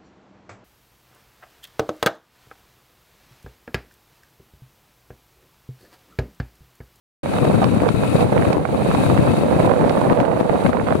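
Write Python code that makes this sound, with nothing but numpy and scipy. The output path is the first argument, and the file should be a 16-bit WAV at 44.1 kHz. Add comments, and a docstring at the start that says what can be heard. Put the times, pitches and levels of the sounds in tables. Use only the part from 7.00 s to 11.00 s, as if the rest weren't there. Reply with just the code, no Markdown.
"""Gusty wind booms on the left and flutters on the right, over the rumble of a car on a mountain road.
Air from an open window buffets a phone, and each microphone port has its own eddies: they thump on
the left, and crackle around a resonance near 500 Hz and snap on the right. The draught hisses at both
ports and faintly rings narrow gaps on the left. The car's trim rings, its body knocks, loose parts tick."""
import sys
import numpy as np
from scipy import signal
from scipy.fft import rfft, irfft
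from scipy.io import wavfile

SR = 44100
rng = np.random.default_rng(int(sys.argv[2]) if len(sys.argv) > 2 else 0)


def generate_wav(sig):
    """Save sig (samples, or channels by samples) to the path in sys.argv[1] as 16-bit PCM at SR."""
    pcm = np.round(np.clip(np.atleast_2d(sig).T, -1, 1) * 32767).astype(np.int16)
    wavfile.write(sys.argv[1], SR, pcm)


N = 176400
T = np.arange(N) / SR
FREQ_HZ = np.arange(N // 2 + 1) * SR / N


def undb(db):
    """Decibels to gain."""
    return 10 ** (np.asarray(db) / 20)


def unit(x):
    """Scale to rms 1."""
    return x / np.sqrt(np.mean(x ** 2))


def curve(rows):
    """Join (seconds, value) rows by straight lines."""
    return np.interp(T, *np.array(rows).T)


def below(x, hz):
    """Zero-phase low-pass."""
    return irfft(rfft(x) / (1 + (FREQ_HZ / hz) ** 4), N)


def shape(x, colour):
    """Minimum-phase filter of unit power gain along (Hz, dB) rows; 12 dB/octave down past the ends."""
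    f = np.maximum(FREQ_HZ, 1)
    hz, db = np.array(colour).T
    skirts = np.minimum(f / hz[0], 1) ** 2 * np.minimum(hz[-1] / f, 1) ** 2
    magnitude = undb(np.interp(np.log(f), np.log(hz), db)) * skirts
    cepstrum = irfft(np.log(magnitude), N)
    response = np.exp(rfft(2 * cepstrum * (np.arange(N) < N // 2)))
    return irfft(rfft(x) * response / np.sqrt(np.mean(np.abs(response) ** 2)), N)


def noise(colour):
    """Coloured noise of rms 1."""
    return unit(shape(rng.standard_normal(N), colour))


def walk(rate_hz):
    """Smooth random drift of rms 1, changing at about rate_hz."""
    f = FREQ_HZ / rate_hz
    return unit(irfft(rfft(rng.standard_normal(N)) * np.sqrt(f) * np.exp(-f * f), N))


def buffet(flow, bass, colour, rate_hz, swing_db, bright_db, split_hz, spikes_per_s, spike_db):
    """Port turbulence: pressure noise with spikes; each eddy lifts it, most above split_hz."""
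    eddy = 2 * np.tanh(walk(rate_hz) / 2)
    spikes = (rng.random(N) < spikes_per_s / SR) * rng.uniform(0.24, 1, N) * rng.choice([-1, 1], N)
    pressure = shape(rng.standard_normal(N) + undb(spike_db) * unit(spikes), colour)
    low = below(pressure, split_hz)
    low_gain = unit(undb(swing_db * eddy))
    high_gain = unit(undb((swing_db + bright_db) * eddy))
    gusty = unit(low * low_gain + (pressure - low) * high_gain)
    bass_shelf = (undb(curve(bass)) - 1) * below(gusty, hz=258)
    return (gusty + bass_shelf) * undb(curve(flow))


def left_boom():
    """Slower eddies buffet the left port with a deep boom."""
    # Buffeting and its bass shelf. Each row: time in seconds, gain in dB.
    flow = [(.25, -20), (.35, -16.5), (.42, -12), (.66, -15.5), (.75, -15.5), (.795, -21), (.85, -19),
            (.95, -16), (1.05, -16), (1.12, -17), (1.25, -13.5), (1.31, -20.5), (1.39, -12.5), (1.62, -22),
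            (1.68, -21.5), (1.74, -15), (1.79, -21), (1.92, -15), (2.15, -14.5), (2.48, -18), (2.66, -10.5),
            (2.705, -21), (2.78, -13), (3.04, -18.5), (3.1, -7.5), (3.16, -25), (3.19, -12.5),
            (3.24, -21.5), (3.42, -15.5), (3.48, -23.5), (3.52, -12), (3.6, -23.5), (3.695, -8),
            (3.712, -21.5), (3.99, -21.5)]
    bass = [(.25, -3.5), (.65, 5.5), (.85, -0.5), (1.05, 3), (1.6, -1.5), (2.2, 4.5), (2.6, -1.5),
            (3.1, -2.5), (3.5, -7), (3.99, 4.5)]
    # Eddy spectrum. Each row: frequency in Hz, relative density in dB.
    colour = [(25, -33), (45, -36), (65, -14), (120, -1), (220, -3), (350, -7.5), (500, -15.5),
              (750, -28.5), (1200, -30), (2000, -36), (5000, -101)]
    return buffet(flow, bass, colour, rate_hz=29, swing_db=3.5, bright_db=3,
                  split_hz=430, spikes_per_s=90, spike_db=-5)


def right_flutter():
    """Faster eddies flutter at the right port, resonant near 500 Hz."""
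    # Buffeting and its bass shelf. Each row: time in seconds, gain in dB.
    flow = [(.25, -24.5), (.5, -16.5), (.63, -18.5), (.68, -23.5), (.87, -15.5), (.92, -26.5), (.99, -25.5),
            (1.03, -17), (1.08, -25.5), (1.21, -14), (1.29, -20.5), (1.33, -15.5), (1.69, -24),
            (1.73, -18.5), (2.29, -16.5), (2.41, -20.5), (2.55, -13), (2.68, -14), (2.83, -14),
            (3.08, -15.5), (3.32, -14), (3.44, -19.5), (3.5, -13.5), (3.7, -21.5), (3.78, -14),
            (3.825, -22.5), (3.9, -16.5), (3.96, -22)]
    bass = [(.25, 0.5), (1.0, 2.5), (1.7, 4), (2.25, 2.5), (2.6, -0.36), (3.3, -6), (3.99, -1)]
    # Eddy spectrum. Each row: frequency in Hz, relative density in dB.
    colour = [(25, -36.5), (55, -11), (100, -6.5), (160, -3.5), (405, -8), (480, 1.5), (720, -5),
              (1000, -12), (1500, -23.5), (2400, -37), (4500, -60.5), (7000, -59)]
    return buffet(flow, bass, colour, rate_hz=54.5, swing_db=2, bright_db=2,
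                  split_hz=650, spikes_per_s=170, spike_db=-1.5)


def gap_tones():
    """Narrow gaps resonate in the draught, each flickering on its own."""
    # Gap resonances. Each row: centre in Hz, width per filter stage in Hz, relative level in dB.
    gaps = [(1338, 26, -5), (1612, 10, -13.5), (2420, 30, -16), (2554, 75, -6.5), (3830, 110, -9.5)]
    f = np.maximum(FREQ_HZ, 1)
    tones = np.zeros(N)
    for hz, width_hz, db in gaps:
        gain = undb(db + 1.2 * walk(rate_hz=15))
        stage = 1 / (1 + 1j * (f * f - hz * hz) / (2 * f * width_hz))
        tones += gain * unit(irfft(rfft(rng.standard_normal(N)) * stage ** 2, N))
    return tones


def left_hiss():
    """Draught over the left port; the gaps ring out more as it grows."""
    # Draught. Each row: time in seconds, relative level in dB.
    levels = [(0.25, -47.5), (0.35, -41.5), (0.85, -45.5), (1.23, -38.5), (1.25, -47.5), (1.49, -43),
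              (1.6, -52), (1.92, -41), (2.05, -39), (2.19, -43.5), (2.41, -41.5), (2.45, -47),
              (2.66, -41.5), (2.68, -48.2), (3.02, -44.5), (3.3, -53), (3.4, -46.5), (3.42, -51.5),
              (3.68, -44), (3.72, -52), (3.99, -47.5)]
    # Hiss spectrum. Each row: frequency in Hz, relative density in dB.
    colour = [(300, 0), (1100, -0.5), (1750, -17.5), (2200, -4.5), (3200, -13.5), (4650, -13),
              (4950, -23.5), (6500, -21), (8500, -17.5), (9400, -13), (11300, -24), (14000, -26.5)]
    draught_db = curve(levels)
    growth_db_per_db = 0.27
    ringing = gap_tones() * undb(-5 + growth_db_per_db * (draught_db - draught_db.mean()))
    return (noise(colour) + ringing) * undb(draught_db + 0.88 * walk(rate_hz=56))


def right_hiss():
    """Thin, flickering hiss of the draught over the right port."""
    # Draught. Each row: time in seconds, relative level in dB.
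    levels = [(.27, -50), (.42, -56.5), (.62, -49.5), (.67, -53), (.86, -50), (.94, -56), (1.2, -51),
              (1.49, -49.5), (1.57, -56), (1.9, -49.5), (2.25, -50.5), (2.35, -53), (2.53, -48.5),
              (2.96, -51.5), (3.4, -54), (3.66, -50), (3.76, -57), (3.9, -49.5), (3.98, -56)]
    # Hiss spectrum. Each row: frequency in Hz, relative density in dB.
    colour = [(1500, 3.5), (3200, -5.5), (4600, -11.5), (5100, -19.5), (7000, -16), (9300, -17),
              (11500, -27), (14000, -33)]
    return noise(colour) * undb(curve(levels) + 1.8 * walk(rate_hz=70))


def road_rumble():
    """Diffuse rumble of the car on the road, independent in each channel."""
    # Rumble. Each row: time in seconds, left level in dB.
    levels = [(.25, -39), (.6, -27), (1.0, -34), (1.3, -24), (1.65, -35), (2.15, -21.5), (2.6, -27),
              (3.2, -29), (3.99, -26)]
    # Rumble spectrum. Each row: frequency in Hz, relative density in dB.
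    colour = [(55, -22.5), (100, -9), (165, -6), (260, -7), (500, -15.5)]
    return np.array([noise(colour), undb(-4) * noise(colour)]) * undb(curve(levels))


def bursts(rows, colour, puff_db=0):
    """One pressure spike per row, inside a puff of noise that swells and dies."""
    pressure, air = np.zeros(N), rng.standard_normal(N)
    for at_s, db, tau_s in rows:
        pressure += undb(db + puff_db) * air * np.exp(-np.abs(T - at_s) / tau_s)
        pressure[int(at_s * SR)] += undb(db) * np.sqrt(tau_s * SR)
    return shape(pressure, colour)


def crackles():
    """Single eddies crackle in the right port's resonance."""
    # Eddies. Each row: time in seconds, relative level in dB, time constant in seconds.
    eddies = [(.26, -20, 0.0043), (.338, -15, 0.0035), (.366, -16.5, 0.0031), (.386, -10, 0.0019),
              (.451, -16.5, 0.0031), (.629, -15, .005), (.644, -13, .004), (.686, -21, .003),
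              (.86, -15.5, .005), (.889, -11, 0.0028), (1.036, -14, 0.0029), (1.209, -16, 0.004),
              (1.328, -15.5, .004), (1.453, -16, 0.0033), (1.53, -10.5, 0.0045), (1.914, -13, .004),
              (1.949, -13, 0.0045), (2.065, -20, .003), (2.1, -14.5, 0.0044), (2.176, -19, .0035),
              (2.279, -15.5, .0035), (2.695, -15.5, .003), (2.717, -12.5, .005), (2.737, -18, .003),
              (2.812, -17.5, .006), (2.976, -16, 0.0033), (3.015, -14.5, 0.0037), (3.099, -11.5, 0.0045),
              (3.131, -14.5, 0.0027), (3.175, -14, .0024), (3.202, -16, 0.002), (3.214, -25, .004),
              (3.252, -14.5, 0.0042), (3.317, -17.5, 0.0064), (3.403, -14.5, 0.004), (3.496, -15.5, .003),
              (3.557, -19, 0.0028), (3.664, -8, 0.0028), (3.732, -8.5, 0.0022), (3.771, -16, 0.0061),
              (3.872, -15.5, 0.0049), (3.886, -12, .0033), (3.907, -12.5, 0.0026), (3.925, -12, .0025)]
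    # Crackle spectrum. Each row: frequency in Hz, relative density in dB.
    colour = [(80, -16), (380, -14.5), (500, 4), (1100, 0), (1900, -13.5), (2800, -20.5), (4500, -32.5),
              (6000, -57), (13000, -69)]
    return bursts(eddies, colour)


def snaps(tau_s=.0035):
    """Sharp, bright pressure spikes."""
    # Snaps. Each row: time in seconds, relative level in dB.
    events = [(.339, -38), (.453, -36), (.643, -27), (.890, -26), (1.208, -33), (1.531, -28), (1.950, -33),
              (2.178, -35), (2.896, -28.5), (3.202, -35), (3.214, -35)]
    # Snap spectrum. Each row: frequency in Hz, relative density in dB.
    colour = [(500, -3), (1500, 2), (3200, 0), (4600, -4), (6500, -13), (9000, -22), (14000, -33)]
    return bursts([(at_s, db, tau_s) for at_s, db in events], colour)


def thumps():
    """Big eddies thump the left port."""
    # Eddies. Each row: time in seconds, relative level in dB, time constant in seconds.
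    eddies = [(.447, -13, 0.0066), (.632, -11, 0.0042), (.821, -11.5, 0.0041), (.835, -9.5, 0.003),
              (1.414, -17, .006), (1.503, -14, 0.0069), (1.569, -11.5, .005), (1.581, -12.5, 0.0034),
              (1.747, -12, 0.007), (2.275, -14, 0.0094), (2.435, -13.5, .006), (2.863, -12, 0.0032),
              (2.982, -14.5, 0.005), (3.105, -17, 0.0088), (3.124, -10, .006), (3.208, -9.5, .0036),
              (3.41, -10, .0064), (3.654, -12, 0.0057), (3.694, -8.5, .004), (3.954, -9.5, .006)]
    # Thump spectrum. Each row: frequency in Hz, relative density in dB.
    colour = [(30, -17), (90, -5), (260, 1.5), (600, -3), (1200, -16), (2200, -33), (5000, -49),
              (12000, -52)]
    return bursts(eddies, colour, puff_db=-0.5)


def ring(at_s, modes):
    """Modes struck together, each dying away."""
    age_s = np.maximum(T - at_s, 0)
    return sum(undb(db) * np.sin(2 * np.pi * hz * age_s) * np.exp(-np.log(1000) * age_s / t60_s)
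               for hz, db, t60_s in modes)


def trim_ring():
    """The car hits a bump and its trim rings."""
    # Trim modes. Each row: frequency in Hz, level in dB, T60 in seconds.
    modes = [(770, -6.5, .09), (1206, -17, .1)]
    return ring(at_s=.618, modes=modes)


def body_knocks():
    """Road jolts make the car's body boom briefly."""
    # Jolts. Each row: start in seconds, level in dB.
    jolts = [(.642, -7), (3.65, -7), (3.682, -2.5)]
    # Body resonance. Each row: frequency in Hz, relative level in dB, T60 in seconds.
    modes = [(235, 0, .08)]
    return sum(undb(db) * ring(at_s, modes) for at_s, db in jolts)


def rattles(tau_s=.002):
    """Something loose ticks drily, each tick with its own brightness."""
    # Ticks. Each row: time in seconds, relative level in dB, upper edge in Hz.
    ticks = [(.803, -24, 3600), (1.379, -15.5, 3400), (1.423, -14, 2600), (1.432, -19, 2400),
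             (1.653, -11.5, 2600), (2.177, -18, 3300), (2.896, -20, 5000), (3.202, -19, 3600),
             (3.798, -15, 2900)]
    # Tick spectrum. Each row: frequency as a ratio to the upper edge, relative density in dB.
    spectrum = [(.15, -5), (.3, 0), (.55, -3.5), (.9, -11), (1.5, -52)]
    rattle = np.zeros(N)
    for at_s, db, edge_hz in ticks:
        colour = [(ratio * edge_hz, density_db) for ratio, density_db in spectrum]
        rattle += bursts([(at_s, db, tau_s)], colour, puff_db=-5)
    return rattle


def scene():
    """Independent wind at the two ports, over the sounds of the car."""
    road = road_rumble()
    left = undb(-0.42) * left_boom() + thumps() + undb(11) * left_hiss()
    right = undb(0.52) * right_flutter() + undb(-2) * crackles() + snaps() + undb(11) * right_hiss()
    return np.array([left + body_knocks(), right + trim_ring() + rattles()]) + road


def record(dry):
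    """Abrupt start and stop with very short fades; highest peaks rounded, top treble cut."""
    start_s, fade_s = .232, .00097
    ceiling, clip_band_hz, top_hz = .88, 3000, 14400
    gated = dry * np.clip(np.minimum(T - start_s, T[-1] - T) / fade_s, 0, 1)
    low = below(gated, clip_band_hz)
    clipped = low / (1 + (low / ceiling) ** 6) ** (1 / 6)
    rounded = gated + below(clipped - low, clip_band_hz)
    return signal.sosfilt(signal.ellip(10, .2, 80, top_hz, fs=SR, output="sos"), rounded)


dry = scene()
out = record(dry)
generate_wav(out)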